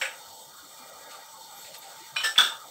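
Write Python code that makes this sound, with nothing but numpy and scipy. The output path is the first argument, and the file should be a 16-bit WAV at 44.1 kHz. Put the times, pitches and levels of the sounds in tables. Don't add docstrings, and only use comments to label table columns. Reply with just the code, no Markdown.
import sys
import numpy as np
from scipy import signal
from scipy.fft import rfft, irfft
from scipy.io import wavfile
from scipy.ndimage import uniform_filter1d

SR = 44100
rng = np.random.default_rng(int(sys.argv[2]) if len(sys.argv) > 2 else 0)


def transcribe(signal):
    frames = np.atleast_2d(signal).T
    limited = np.clip(frames, -1, 1)
    pcm = np.round(limited * 32767).astype(np.int16)
    wavfile.write(sys.argv[1], SR, pcm)


def amplitude_ratio(level_db):
    exponent = np.asarray(level_db, float) / 20
    return 10 ** exponent


N = 119070


def evened(x):
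    return x / np.sqrt(np.mean(x ** 2) + 1e-20)


def read(points, hz):
    f, value = np.transpose(points)
    return np.interp(np.log(hz + 1), np.log(f + 1), value)


def curve(points):
    return amplitude_ratio(np.interp(np.arange(N) / SR, *np.transpose(points)))


def colour(x, points):
    hz = np.fft.rfftfreq(len(x), 1 / SR)
    octaves_below = np.maximum(np.log2(points[0][0] / (hz + 1)), 0)
    return irfft(rfft(x) * amplitude_ratio(read(points, hz) - 22 * octaves_below), len(x))


def resonate(x, hz, width_hz):
    r = np.exp(-np.pi * width_hz / SR)
    gain = (1 - r * r) / 2
    return signal.lfilter([gain, 0, -gain], [1, -2 * r * np.cos(2 * np.pi * hz / SR), r * r], x)


def wander(seconds):
    size = max(int(seconds * SR), 2)
    return evened(uniform_filter1d(uniform_filter1d(rng.standard_normal(N), size), size))


def pops(per_s, spread_db):
    size = amplitude_ratio(spread_db * np.minimum(rng.exponential(1, N), 5))
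    return size * (rng.random(N) < per_s / SR) * rng.choice([-1., 1.], N)


def air(rings, wander_db):
    total = np.zeros(N)
    for hz, width_hz, db in rings:
        mode = resonate(resonate(rng.standard_normal(N), hz, width_hz), hz, 2 * width_hz)
        total += amplitude_ratio(db + wander_db * wander(0.053)) * evened(mode)
    return evened(total)


def waver(hz, radians, seconds):
    return np.sqrt(2) * np.sin(2 * np.pi * hz * np.arange(N) / SR + radians * wander(seconds))


def drifting_tones(tones):
    t, out = np.arange(N) / SR, np.zeros(N)
    for start, length, hz, db in tones:
        shape = np.clip(np.minimum(t - start, start + length - t) / 0.011, 0, 1)
        out += amplitude_ratio(db) * shape * waver(hz, 1.04, 0.014)
    return out


# frequency_hz, density_db (per Hz)
FIZZ_SPECTRUM = [(2700, -22), (3100, -3), (3600, 0), (4000, -8.5), (5100, -5.5), (8000, -4.5), (16000, -8)]
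# frequency_hz, width_hz, level_db
LID_RINGS = [(3655, 24, 0.5), (4394, 146, 4.5), (5690, 260, -3), (6640, 55, -6), (7390, 140, -2),
             (7940, 54, 2), (8360, 110, -3)]
# time_s, level_db
HEAT = [(0, -49.5), (.5, -50.5), (1.8, -49.5), (2.7, -50)]
FIZZ_DB, LID_RINGS_DB = -49, -5.5


def fizz():
    drive = rng.standard_normal(N) + amplitude_ratio(-8) * evened(pops(per_s=3300, spread_db=5.5))
    rings = np.zeros(N)
    for hz, width_hz, db in LID_RINGS:
        rings += amplitude_ratio(db + 2.3 * wander(0.033)) * evened(resonate(drive, hz, width_hz))
    flicker = amplitude_ratio(0.9 * wander(0.025) + 0.4 * wander(0.1))
    frying = evened(colour(drive, FIZZ_SPECTRUM)) + amplitude_ratio(LID_RINGS_DB) * evened(rings)
    return amplitude_ratio(FIZZ_DB) * evened(curve(HEAT)) * flicker * frying


# frequency_hz, width_hz, level_db
LID_AIR = [(526, 101, -1), (656, 170, 0), (791.6, 34, 0.5), (273, 110, -13.5)]
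RIM_AIR = [(1228, 140, 6), (1306, 25, -4), (1434, 62, 1), (1598, 70, -5.5)]
GLASS_AIR = [(1919, 64, 1.5), (2132, 190, 0), (2387, 34, -3.5), (2920, 51, -3)]
# time_s, level_db
BUBBLING = [(0, -56.5), (.25, -54), (.42, -52.5), (.55, -65.5), (.7, -58.5), (.95, -52.5), (1.2, -52),
            (1.28, -64), (1.6, -58.5), (1.78, -55), (1.95, -53), (2.03, -67.5), (2.2, -54), (2.5, -52),
            (2.63, -59), (2.66, -51.5)]
STEAM = [(.3, -54.5), (.36, -63), (.5, -60), (.58, -53.5), (.68, -57.5), (.78, -54.5), (1.02, -54.5),
         (1.07, -55.5), (1.15, -51.5), (1.45, -61), (1.55, -54), (1.7, -62.5), (1.85, -57), (2.6, -51.5),
         (2.7, -59.5)]
SPATTER = [(.3, -62), (.36, -71), (.55, -68), (.6, -62), (1.2, -57), (1.26, -64), (1.45, -64.5),
           (1.55, -61.5), (1.75, -62.5), (2.1, -59), (2.7, -64.5)]


def simmer():
    bubbling = curve(BUBBLING) * air(LID_AIR, wander_db=1.2)
    steam = curve(STEAM) * air(RIM_AIR, wander_db=2.5)
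    spatter = curve(SPATTER) * air(GLASS_AIR, wander_db=2.0)
    return bubbling + steam + spatter


# start_s, length_s, pitch_hz, level_db
GURGLES = [(0.79, 0.062, 250, -62), (0.62, .05, 290, -60), (2, 0.043, 352, -57.5), (2.115, .045, 150, -60),
           (1.33, .05, 1100, -53.5), (1.37, 0.053, 512, -58), (1.27, 0.052, 590, -61.5),
           (1.47, 0.126, 806, -52.5), (1.67, 0.066, 602, -55.5), (1, 0.117, 1655, -60.5),
           (1.73, 0.095, 1200, -59), (1.87, 0.11, 1442, -60), (.54, 0.108, 1100, -61),
           (1.63, 0.039, 76, -65.5), (.59, .05, 79, -69), (1.96, 0.033, 130, -64.5), (1.7, 0.04, 150, -65),
           (0.263, 0.08, 100, -68.5), (2.385, .04, 70, -63)]


def gurgles():
    return drifting_tones(GURGLES)


# start_s, peak_db, decay_s
SPITS = [
    (1.103, -33, 0.081),
    (1.64, -31, 0.059),
    (1.739, -26, .021),
    (1.822, -35, 0.12),
    (1.983, -41, .14),
]
# frequency_hz, density_db (per Hz)
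SPIT_SPECTRUM = [(1200, -5.5), (2530, -0.5), (4360, 3), (6100, -5), (7820, 2), (16000, -18.5)]
SPIT_DB, SPIT_RISE_S = -14, 0.0062


def spits():
    t, level = np.arange(N) / SR, np.zeros(N)
    for start, db, decay_s in SPITS:
        u = np.maximum(t - start, 0)
        level += amplitude_ratio(db + SPIT_DB) * np.minimum(u / SPIT_RISE_S, 1) * np.exp(-u / decay_s)
    hiss = rng.standard_normal(N) + 0.66 * evened(pops(per_s=1500, spread_db=-1.5))
    return level * evened(colour(hiss, SPIT_SPECTRUM))


# start_s, length_s, pitch_hz, level_db
WHISTLES = [
    (1.538, 0.092, 12420, -56),
    (1.778, 0.023, 12850, -47.5),
]


def whistles():
    return drifting_tones(WHISTLES)


# start_s, level_db, rattle_s
TAP = [
    (.0132, -21.5, 0.0023),
    (.0165, -22.5, 0.0067),
    (.033, -31, 0.0029),
    (.052, -29.5, 0.0052),
    (.105, -47, 0.011),
]
# pitch_hz, level_db, t60_s
TAP_MODES = [(540, -12, .04), (1600, -8, .008), (2300, -7, .008), (5500, -19, .008), (7900, -15, .006)]
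# frequency_hz, density_db (per Hz)
TAP_CRACK = [(260, -47), (540, -13), (1500, 2), (2500, 4.5), (3700, -5.5), (6000, -28), (8100, -15),
             (15900, -25)]
# start_s, level_db, rattle_s
NUDGE = [
    (2.357, -28.5, 0.0052),
    (2.369, -30, 0.012),
]
# start_s, level_db, rattle_s
CLINK = [
    (2.16, -31, 0.0041),
    (2.165, -28, 0.0034),
    (2.18, -32.5, 0.0052),
    (2.2, -33.5, 0.0094),
]
# pitch_hz, level_db, t60_s
CLINK_MODES = [(1580, 0, .03), (2480, 4, .04), (3005, 5, .07), (3840, -1, .02), (5520, -11, .01),
               (7340, -15, .02), (8300, -15, .01)]
# frequency_hz, density_db (per Hz)
CLINK_CRACK = [(600, -21.5), (1300, -5), (2000, -19.5), (3200, -6), (6700, -33), (8000, -17.5),
               (16000, -38)]
# start_s, level_db, rattle_s
SCRAPE = [
    (2.234, -26, 0.0079),
    (2.243, -27.5, 0.004),
    (2.252, -29, 0.004),
    (2.259, -29, 0.0036),
    (2.269, -32.5, 0.0035),
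]
# pitch_hz, level_db, t60_s
SCRAPE_MODES = [(1380, -3, .03), (1760, 4, .05), (2980, -2, .02), (3790, -6, .03), (5350, -9, .008),
                (8080, -11, .006)]
# frequency_hz, density_db (per Hz)
SCRAPE_CRACK = [(450, -10), (1000, -10), (1500, 1), (2100, -12.5), (3100, 0), (6500, -19), (8100, -9),
                (16000, -23)]
# start_s, level_db, rattle_s
CLATTER = [
    (2.3785, -20, 0.0024),
    (2.3835, -13, 0.0027),
    (2.395, -21, 0.0044),
    (2.407, -21, 0.0063),
    (2.422, -39, 0.0016),
    (2.434, -26.5, 0.0051),
    (2.462, -31.5, 0.0053),
    (2.474, -35, 0.0062),
    (2.52, -38, 0.0043),
]
# pitch_hz, level_db, t60_s
CLATTER_MODES = [(370, -21, .04), (660, -21, .04), (1230, -3, .04), (1300, -2, .05), (1407, 0, .05),
                 (1517, 1, .05), (1612, -2, .05), (1722, -4, .05), (3390, -2, .03), (3512, 3, .03),
                 (3560, 2, .04), (3628, 0, .03), (5550, -17, .008), (8100, -14, .005)]
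# frequency_hz, density_db (per Hz)
CLATTER_CRACK = [(160, -28), (420, -18.5), (1300, -6.5), (2100, -13.5), (3100, -4), (4700, -14.5),
                 (8000, -21), (15900, -26)]


def knocks():
    return [struck(TAP, TAP_MODES, TAP_CRACK), struck(CLINK, CLINK_MODES, CLINK_CRACK),
            struck(NUDGE, [], TAP_CRACK), struck(SCRAPE, SCRAPE_MODES, SCRAPE_CRACK),
            struck(CLATTER, CLATTER_MODES, CLATTER_CRACK)]


def struck(events, modes, crack):
    t, force = np.arange(N) / SR, np.zeros(N)
    grit, noise = rng.standard_normal((2, N))
    for start, db, rattle_s in events:
        u = np.maximum(t - start, 0) / rattle_s
        force += amplitude_ratio(db) * u * np.exp(1 - u ** 1.236)
    unit = np.sqrt(np.mean(colour(noise, crack) ** 2))
    body = np.zeros(N)
    for k, (hz, db, t60) in enumerate(modes):
        sign = (-1) ** k
        body += sign * amplitude_ratio(db + 13) * resonate(force * grit, hz, 2.2 / t60)
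    return amplitude_ratio(-6) * colour(force * noise, crack) / unit + body


# start_s, peak_db, pitch_hz, t60_s
PINGS = [(.014, -22, 2210, 0.013), (0.031, -41, 5600, 0.052), (.054, -26.5, 2520, 0.024),
         (0.06, -34, 2440, 0.027), (.074, -38, 2270, 0.033), (.134, -48, 3460, 0.016),
         (2.162, -26, 1614, 0.035), (2.165, -21, 2480, 0.028), (2.167, -25.5, 3009, 0.12),
         (2.166, -34.5, 5560, 0.13), (2.202, -30, 2980, .06), (2.202, -31, 3770, .03),
         (2.241, -25, 5220, .04), (2.248, -25.5, 1789, 0.081), (2.258, -25, 3240, 0.035),
         (2.262, -27, 3820, 0.043), (2.271, -33.5, 5250, 0.13), (2.271, -35, 5600, 0.1),
         (2.297, -46, 5430, .08), (2.317, -35, 5510, 0.062), (2.3795, -7.5, 3492, 0.042),
         (2.3845, -7, 3517, 0.045), (2.386, -23.5, 8350, 0.039), (2.381, -23, 5600, .025),
         (2.396, -13.5, 1540, 0.02), (2.403, -30, 6260, 0.046), (2.406, -22.5, 1406, .06),
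         (2.423, -22, 3580, 0.026), (2.433, -19, 3570, 0.026), (2.439, -31, 5450, 0.06),
         (2.463, -25, 3480, 0.033), (2.473, -28, 3540, 0.054), (2.487, -39, 3530, 0.03),
         (2.519, -35.5, 3540, 0.071), (2.52, -37, 904, 0.089)]


def pings():
    t, out = np.arange(N) / SR, np.zeros(N)
    for start, db, hz, t60 in PINGS:
        u = np.maximum(t - start, 0)
        rise = np.minimum(u / 0.0011, 1)
        out += amplitude_ratio(db - 60 * u / t60) * rise * np.sin(2 * np.pi * hz * u)
    return out


# frequency_hz, density_db (per Hz)
ROAR_SPECTRUM = [(25, -31.5), (150, -13.5), (400, -13), (1000, -15.5), (1500, -15.5), (2000, -35),
                 (2600, -61)]
# frequency_hz, width_hz, level_db
BURNER_AIR = [(891, 62, 1), (145, 31, -17), (74, 13, -23.5)]
# time_s, level_db
HUM = [(.17, -56), (.48, -56), (.64, -66.5), (.78, -56.5), (1.2, -54), (1.52, -52.5), (1.7, -58.5),
       (1.79, -50.5), (1.86, -59.5), (2.08, -52), (2.3, -56.5), (2.6, -63), (2.65, -55), (2.7, -62)]
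ROAR_DB, HUM_AIR_DB, HUM_TONE_DB = -63.5, -2, -2.5


def burner():
    turbulence = rng.standard_normal(N) * amplitude_ratio(2.2 * wander(0.062))
    roar = amplitude_ratio(ROAR_DB) * evened(colour(turbulence, ROAR_SPECTRUM))
    breath = amplitude_ratio(HUM_AIR_DB) * air(BURNER_AIR, wander_db=1.5)
    core = amplitude_ratio(HUM_TONE_DB) * waver(hz=896, radians=1.54, seconds=0.014)
    return roar + curve(HUM) * (breath + core)


# frequency_hz, t60_s
KITCHEN = [(300, 0.37), (1000, 0.26), (3000, 0.25), (8000, 0.33), (15000, 0.28)]


def kitchen(x):
    taps = np.zeros(SR // 2)
    at = np.arange(200, SR // 2 - 20, 16)
    taps[at + rng.integers(0, 16, len(at))] = rng.choice([-1., 1.], len(at))
    hz, t, z = signal.stft(taps, SR, nperseg=256)
    decay = amplitude_ratio(-60 * t / read(KITCHEN, hz)[:, None])
    tail = signal.istft(z * decay, SR, nperseg=256)[1]
    return signal.fftconvolve(x, tail / np.linalg.norm(tail))[:N]


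def scene():
    pan = fizz() + simmer() + gurgles() + spits() + whistles() + burner()
    room = sum(x + amplitude_ratio(-0.5) * kitchen(x) for x in knocks())
    clean = pings()
    return (pan + room + clean + amplitude_ratio(-4.5) * kitchen(clean))[None]


def roll_off(x):
    return signal.sosfilt(signal.butter(12, 17000, fs=SR, output="sos"), x)


# frequency_hz, level_db
MIC = [(20, -15), (100, 1), (8600, 1), (9200, -7.5), (11600, -6), (12200, 0), (15600, 3)]
EDGE_HZ, GATE_DB, GATE_OVER_DB = 15780, -3, 9


def record(dry):
    hz = np.fft.rfftfreq(N, 1 / SR)
    band = np.clip((EDGE_HZ - hz) / 100, 0, 1)
    heard = irfft(rfft(dry) * amplitude_ratio(read(MIC, hz)) * band, N)
    z = signal.stft(heard, nperseg=512)[2]
    power = uniform_filter1d(uniform_filter1d(abs(z) ** 2, size=7, axis=2), size=5, axis=1)
    db = 10 * np.log10(abs(power) + 1e-20)
    over = db - np.percentile(db, 15, axis=2, keepdims=True)
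    z = z * amplitude_ratio(GATE_DB * np.clip(1 - over / GATE_OVER_DB, 0, 1))
    mix = signal.istft(z, nperseg=512)[1][:, :N]
    return roll_off(mix)


dry = scene()
out = record(dry)
transcribe(out)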